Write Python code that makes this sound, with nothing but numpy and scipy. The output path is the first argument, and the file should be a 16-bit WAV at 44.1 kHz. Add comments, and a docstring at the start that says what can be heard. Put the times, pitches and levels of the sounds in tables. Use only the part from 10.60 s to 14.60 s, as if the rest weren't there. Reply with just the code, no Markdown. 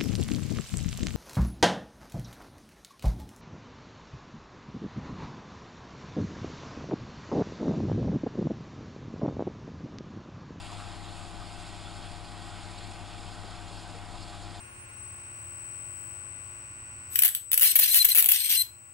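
"""Sudsy water churns in a front-loading washing machine, heard close to the door glass.
It rushes, fizzes and trickles in the hollow tub, with small splashes, spits of foam and a few glugs
of trapped air; the slowly turning steel drum rings where water runs over it.
The pump buzzes on the mains, the induction motor hums and whines, and the cabinet rumbles."""
import sys
import numpy as np
from scipy import signal
from scipy.fft import rfft, irfft, next_fast_len
from scipy.io import wavfile
from scipy.ndimage import uniform_filter1d, map_coordinates

SR = 44100
rng = np.random.default_rng(int(sys.argv[2]) if len(sys.argv) > 2 else 0)


def pcm_store(signal):
    """Save signal as 16-bit PCM."""
    levels = np.round(np.clip(np.atleast_2d(signal), -1, 1) * 32767)
    wavfile.write(sys.argv[1], SR, levels.astype(np.int16).T)


N = 176400

# Noise spectra. Each row: frequency in Hz, relative density in dB.
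RUSH_SPECTRUM = [(350, -18), (560, -16), (680, 0.5), (800, -1), (1000, -1.6), (1150, -5), (1320, -3.5),
                 (1450, -6.5), (1550, -4), (1660, -19), (3000, -27)]
FIZZ_SPECTRUM = [(1500, -31), (2800, -6.5), (3700, -1), (4300, 0.5), (5150, 0.5), (5550, -7), (5900, -13),
                 (6200, -13.5), (6600, -5.5), (7100, -2), (8600, -6.5), (9400, -9), (10200, -12.5),
                 (11300, -14)]
TRICKLE_SPECTRUM = [(1000, -12.5), (1700, -3.5), (2100, -0.5), (2400, 0), (3000, -.5), (3450, 1),
                    (3900, -5), (4600, -14), (5800, -32)]
RUMBLE_SPECTRUM = [(20, 4), (60, -6), (85, -8), (108, 1), (135, -7.5), (215, -7.5), (265, -9), (325, -3.5),
                   (390, -10.5), (460, -12.5), (560, -12), (900, -30)]
HISS_SPECTRUM = [(100, -14), (1200, 2), (2000, -3.5), (2500, -1.5), (4300, -2), (5500, -8), (8000, -7),
                 (11300, -10.5)]
# Envelopes. Each row: time in seconds, base level in dB.
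FIZZ_ENVELOPE = [(0.03, -52.5), (0.13, -52.0), (0.36, -54.5), (0.57, -52.5), (0.78, -54.5), (1.03, -53.5),
                 (1.46, -53.5), (1.56, -54.5), (1.74, -54.8), (1.85, -53), (2.25, -53), (2.45, -54.5),
                 (3.02, -54), (3.17, -52.5), (3.42, -55.5), (3.63, -53), (3.72, -53), (3.97, -54)]
TRICKLE_ENVELOPE = [(0, -51.5), (.2, -53), (.75, -55), (1.28, -53.5), (1.6, -56), (1.9, -53), (2.8, -54),
                    (3.4, -55), (4, -54.5)]
DRUM_ENVELOPE = [(0, -71), (.6, -71), (.85, -69), (1.0, -65), (1.26, -57), (1.36, -68), (1.46, -59),
                 (1.6, -72), (1.85, -59.5), (2.1, -69), (2.45, -62), (3.0, -65), (3.4, -69), (4, -63)]
# Splashes. Each row: peak time in seconds, length in seconds, centre in Hz, level in dB.
SPLASH_EVENTS = [(0.113, 0.026, 1130, -50), (0.142, .03, 930, -50), (0.212, 0.038, 1230, -48.5),
                 (0.217, 0.033, 1560, -51), (.46, 0.071, 3700, -57), (0.614, 0.036, 1230, -54),
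                 (0.826, 0.029, 1220, -48), (1.286, 0.029, 1350, -52.5), (1.918, .02, 1330, -53),
                 (3.735, .025, 1520, -57), (3.75, 0.04, 1190, -54.5)]
# Spurts of spray. Each row: peak time in seconds, gain in dB.
SPURT_EVENTS = [(1.005, 1.5), (1.075, 2), (1.46, -1), (1.82, 1), (2.315, 1.5), (2.515, 2), (2.72, 1.5),
                (3.63, 0.5)]
# Glugs. Each row: start in seconds, pitch in Hz, base level in dB, churn relative to ring in dB.
GLUG_EVENTS = [(2.836, 360, -52, 1), (3.104, 550, -54, 3), (3.343, 455, -46.5, -8)]
# Foam spits. Each row: peak time in seconds, length in seconds, low and high pitch in Hz, level in dB.
SPIT_EVENTS = [(1.001, .028, 5900, 6500, -62), (1.46, .022, 3000, 9400, -51),
               (2.186, 0.014, 4200, 7750, -48), (2.24, 0.026, 4230, 7665, -52),
               (3.19, .024, 4900, 7000, -54), (3.628, .032, 4823, 7149, -52.5),
               (3.95, .022, 3703, 8300, -52.5)]
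# Tub and drum resonances. Each row: centre in Hz, width in Hz, relative gain in dB.
TUB_MODES = [(1010, 40, 2.5), (1167, 23, 5.5), (1268, 18, 4), (1325, 14, 1.5), (1358, 16, 4.5),
             (1550, 64, 2), (1893, 88, 5), (2485, 44, 5), (2637, 26, 2.5), (2650, 27, 1.5), (4290, 70, 3),
             (4700, 69, 2), (8620, 230, 3.5)]
DRUM_MODES = [(3260, 44, -2.5), (3425, 49, 2.5)]
# Pump buzz. Each row: multiple of the mains frequency, level in dB.
BUZZ_HARMONICS = [(2, -49.7), (4, -64.8), (6, -65.5), (12, -73), (14, -72), (20, -73), (22, -68),
                  (26, -71.5), (30, -66.7), (32, -72.5), (34, -78), (38, -77), (50, -77)]
# Pump chatter. Each row: multiple of a sixth of the mains frequency, level in dB.
CHATTER_HARMONICS = [(11, -63.5), (14, -72.5), (16, -80), (17, -71), (18, -77), (21, -69), (22, -68),
                     (23, -75.5), (25, -77), (31, -66), (33, -73), (34, -81), (38, -68), (41, -76)]
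# Motor hum. Each row: multiple of the shaft rate, level in dB.
HUM_ORDERS = [(1, -52.5), (2, -61.8), (4, -59), (6, -69), (8, -59.5)]
# Whine around the rotor bar rate. Each row: offset in mains multiples (rounded in use),
# offset in shaft orders, level in dB.
WHINE_SIDEBANDS = [(-2.5, 0, -62.5), (0, 0, -55.6), (2.5, -1, -65.3), (2, 0, -56.8), (3, 1, -72),
                   (4.5, -1, -74.5), (4, 0, -67)]

RUSH_DB, FIZZ_TRIM_DB, RUMBLE_DB, HISS_DB = -52.5, 0.3, -51.5, -59.5
FLUTTER_HZ, FLUTTER_DB, FLUTTER_JITTER_RAD = 15, 0.9, 2.6
GLUG_T60_S, GLUG_ATTACK_S, GLUG_RISE_PER_S = 0.09, 0.012, 2.2
DROPS_PER_S, DROP_SPREAD_DB = 2500, 3.5
MAINS_HZ, SHAFT_HZ, ROTOR_BARS = 50.0, 41.93, 17
RIGHT_LOW_CUT_HZ, TOP_HZ = 330, 11350


def rush():
    """Churning water in the tub, with short splashes on top."""
    swirl_db = .6 * wobble(30)
    body = tub(coloured(rng.standard_normal(N), RUSH_SPECTRUM))
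    water = amp(RUSH_DB + swirl_db) * patchy(body, depth_db=0.6)
    for peak_s, length_s, centre_hz, db in SPLASH_EVENTS:
        water += amp(db) * bell(clock(), peak_s, length_s / 2) * noise_band(centre_hz, sigma_oct=0.1)
    return water


def fizz(spurt_sigma_s=0.018):
    """Fine spray flutters with the lapping water and spurts now and then."""
    t = clock()
    flutter_db = FLUTTER_DB * np.sin(2 * np.pi * FLUTTER_HZ * t + FLUTTER_JITTER_RAD * wobble(4.06))
    spurt_db = sum(db * bell(t, peak_s, spurt_sigma_s) for peak_s, db in SPURT_EVENTS)
    spray = patchy(droplets(FIZZ_SPECTRUM, drops_db=-3.5), depth_db=1.0)
    flow_db = FIZZ_TRIM_DB + envelope_db(FIZZ_ENVELOPE) + .45 * wobble(18)
    return spray * amp(flow_db + flutter_db + spurt_db)


def trickle():
    """Water runs off the laundry into the tub."""
    level_db = envelope_db(TRICKLE_ENVELOPE) + .5 * wobble(25.05)
    return amp(level_db) * patchy(droplets(TRICKLE_SPECTRUM, drops_db=-9), depth_db=1.24)


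def glugs(boost_db=10):
    """Large bubbles ring briefly, rising in pitch, and stir the water around them."""
    out = np.zeros(N)
    for start_s, pitch_hz, db, churn_db in GLUG_EVENTS:
        t = np.maximum(clock() - start_s, 0)
        ring = np.sin(2 * np.pi * pitch_hz * t * (1 + GLUG_RISE_PER_S * t / 2))
        churn = amp(churn_db) * noise_band(pitch_hz, sigma_oct=0.77)
        attack = 1 - np.exp(-t / GLUG_ATTACK_S)
        out += amp(db + boost_db - 60 * t / GLUG_T60_S) * attack * (ring + churn)
    return out


def spits(sigma_hz=440, high_db=-8):
    """Foam bursts in short spits, each pitched by two resonances."""
    out = np.zeros(N)
    for peak_s, length_s, low_hz, high_hz, db in SPIT_EVENTS:
        colour = lambda hz: bell(hz, low_hz, sigma_hz) + amp(high_db) * bell(hz, high_hz, sigma_hz)
        burst = unit(filtered(rng.standard_normal(N), colour))
        out += amp(db) * bell(clock(), peak_s, length_s / 2) * burst
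    return out


def droplets(spectrum, drops_db):
    """Hiss with single drops in it, ringing in the tub; rms 1."""
    sizes = amp(DROP_SPREAD_DB * np.minimum(rng.exponential(size=N), 5))
    hits = rng.random(N) < DROPS_PER_S / SR
    drops = unit(hits * sizes * rng.choice([-1, 1], N))
    spray = rng.standard_normal(N) + amp(drops_db) * drops
    return tub(coloured(walls(spray), spectrum))


def patchy(x, depth_db):
    """Bubble clusters: random swells a few hundred Hz wide and tens of ms long; rms 1."""
    spectrogram = signal.stft(x, nperseg=512)[2]
    swells = uniform_filter1d(rng.standard_normal(spectrogram.shape), size=5, axis=0)
    swells = unit(uniform_filter1d(swells, size=12, axis=1))
    return unit(signal.istft(spectrogram * amp(depth_db * swells), nperseg=512)[1][:N])


def walls(x, count=14, span_s=.011, echo_db=-25):
    """Short echoes off the steel walls colour the water hollow."""
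    out = x.copy()
    for delay, sign in rng.random((count, 2)):
        lag = int((.15 + .85 * delay) * span_s * SR)
        out += np.sign(sign - .5) * amp(echo_db) * np.pad(x, (lag, 0))[:N]
    return out


def tub(x):
    """The hollow tub lifts its resonances; rms 1."""
    lift = lambda hz: amp(sum(db * bell(hz, centre, width / 2) for centre, width, db in TUB_MODES))
    return unit(filtered(x, lift))


def pump():
    """Mains buzz, and chatter repeating every sixth mains cycle."""
    mains_cycles = MAINS_HZ * clock()
    buzz = sum(tone(k * mains_cycles, db) for k, db in BUZZ_HARMONICS)
    chatter = sum(tone(k * mains_cycles / 6, db) for k, db in CHATTER_HARMONICS)
    return buzz + chatter


def motor(speed_drift=.0002):
    """Shaft hum, and rotor bar whine with mains and shaft sidebands."""
    turns = np.cumsum(SHAFT_HZ * (1 + speed_drift * wobble(2.72))) / SR
    mains_cycles = MAINS_HZ * clock()
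    hum = sum(tone(k * turns, db) for k, db in HUM_ORDERS)
    whine = sum(tone((ROTOR_BARS + k) * turns + round(m) * mains_cycles, db)
                for m, k, db in WHINE_SIDEBANDS)
    return hum + whine


def cabinet():
    """The panels rumble as the drum turns."""
    return amp(RUMBLE_DB + 0.63 * wobble(7.98)) * coloured(rng.standard_normal(N), RUMBLE_SPECTRUM)


def drum():
    """The steel drum's ring swells and fades with the water running over it."""
    modes = lambda hz: sum(amp(db) * bell(hz, centre, width / 2) for centre, width, db in DRUM_MODES)
    return amp(envelope_db(DRUM_ENVELOPE)) * unit(filtered(rng.standard_normal(N), modes))


def tone(cycles, db, waver_db=.4):
    """Sine on a running cycle count, wavering in level."""
    return np.sqrt(2) * amp(db + waver_db * wobble(6.4)) * np.sin(2 * np.pi * (cycles + rng.random()))


def noise_band(centre_hz, sigma_oct):
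    """Noise in a bell-shaped band; rms 1."""
    band = lambda hz: bell(np.log2(hz + 1), np.log2(centre_hz), sigma_oct)
    return unit(filtered(rng.standard_normal(N), band))


def coloured(x, spectrum):
    """x shaped by (Hz, dB) points, rolled off above the last; rms 1."""
    points_hz, db = np.transpose(spectrum)
    shape = lambda hz: amp(np.interp(np.log(hz + 1), np.log(points_hz), db))
    return unit(filtered(x, lambda hz: shape(hz) * np.minimum(1, points_hz[-1] / (hz + 1)) ** 2))


def filtered(x, response):
    """x through a frequency response."""
    size = next_fast_len(N + SR // 2)
    return irfft(rfft(x, size) * response(np.fft.rfftfreq(size, 1 / SR)), size)[..., :N]


def envelope_db(points):
    """(s, dB) points interpolated per sample."""
    return np.interp(clock(), *np.transpose(points))


def wobble(rate_hz):
    """Smooth random curve with knots at rate_hz."""
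    knots = rng.standard_normal(int(N * rate_hz / SR) + 4)
    return map_coordinates(knots, [clock() * rate_hz], mode="nearest")


def bell(x, centre, sigma):
    """Gaussian of height 1."""
    return np.exp(-.5 * ((x - centre) / sigma) ** 2)


def amp(db):
    """Decibels to gain."""
    return 10 ** (np.asarray(db) / 20)


def unit(x):
    """Scale to rms 1."""
    return x / np.sqrt(np.mean(x ** 2) + 1e-20)


def clock():
    """Seconds at each sample."""
    return np.arange(N) / SR


def scene():
    """The whole machine reaches both microphones alike."""
    machine = motor() + pump() + cabinet() + rush() + trickle() + drum() + fizz() + spits() + glugs()
    return np.array([machine, machine])


def record(dry):
    """Bass shifts from the right microphone to the left, each adds hiss, and the top is cut off."""
    def pair(hz):
        """Left and right responses with a flat mean."""
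        both = np.array([np.ones(len(hz)), 1j * hz / (RIGHT_LOW_CUT_HZ + 1j * hz)])
        return both / both.mean(axis=0)
    hiss = amp(HISS_DB) * coloured(rng.standard_normal((2, N)), HISS_SPECTRUM)
    return filtered(filtered(dry, pair) + hiss, lambda hz: hz < TOP_HZ)


dry = scene()
out = record(dry)
pcm_store(out)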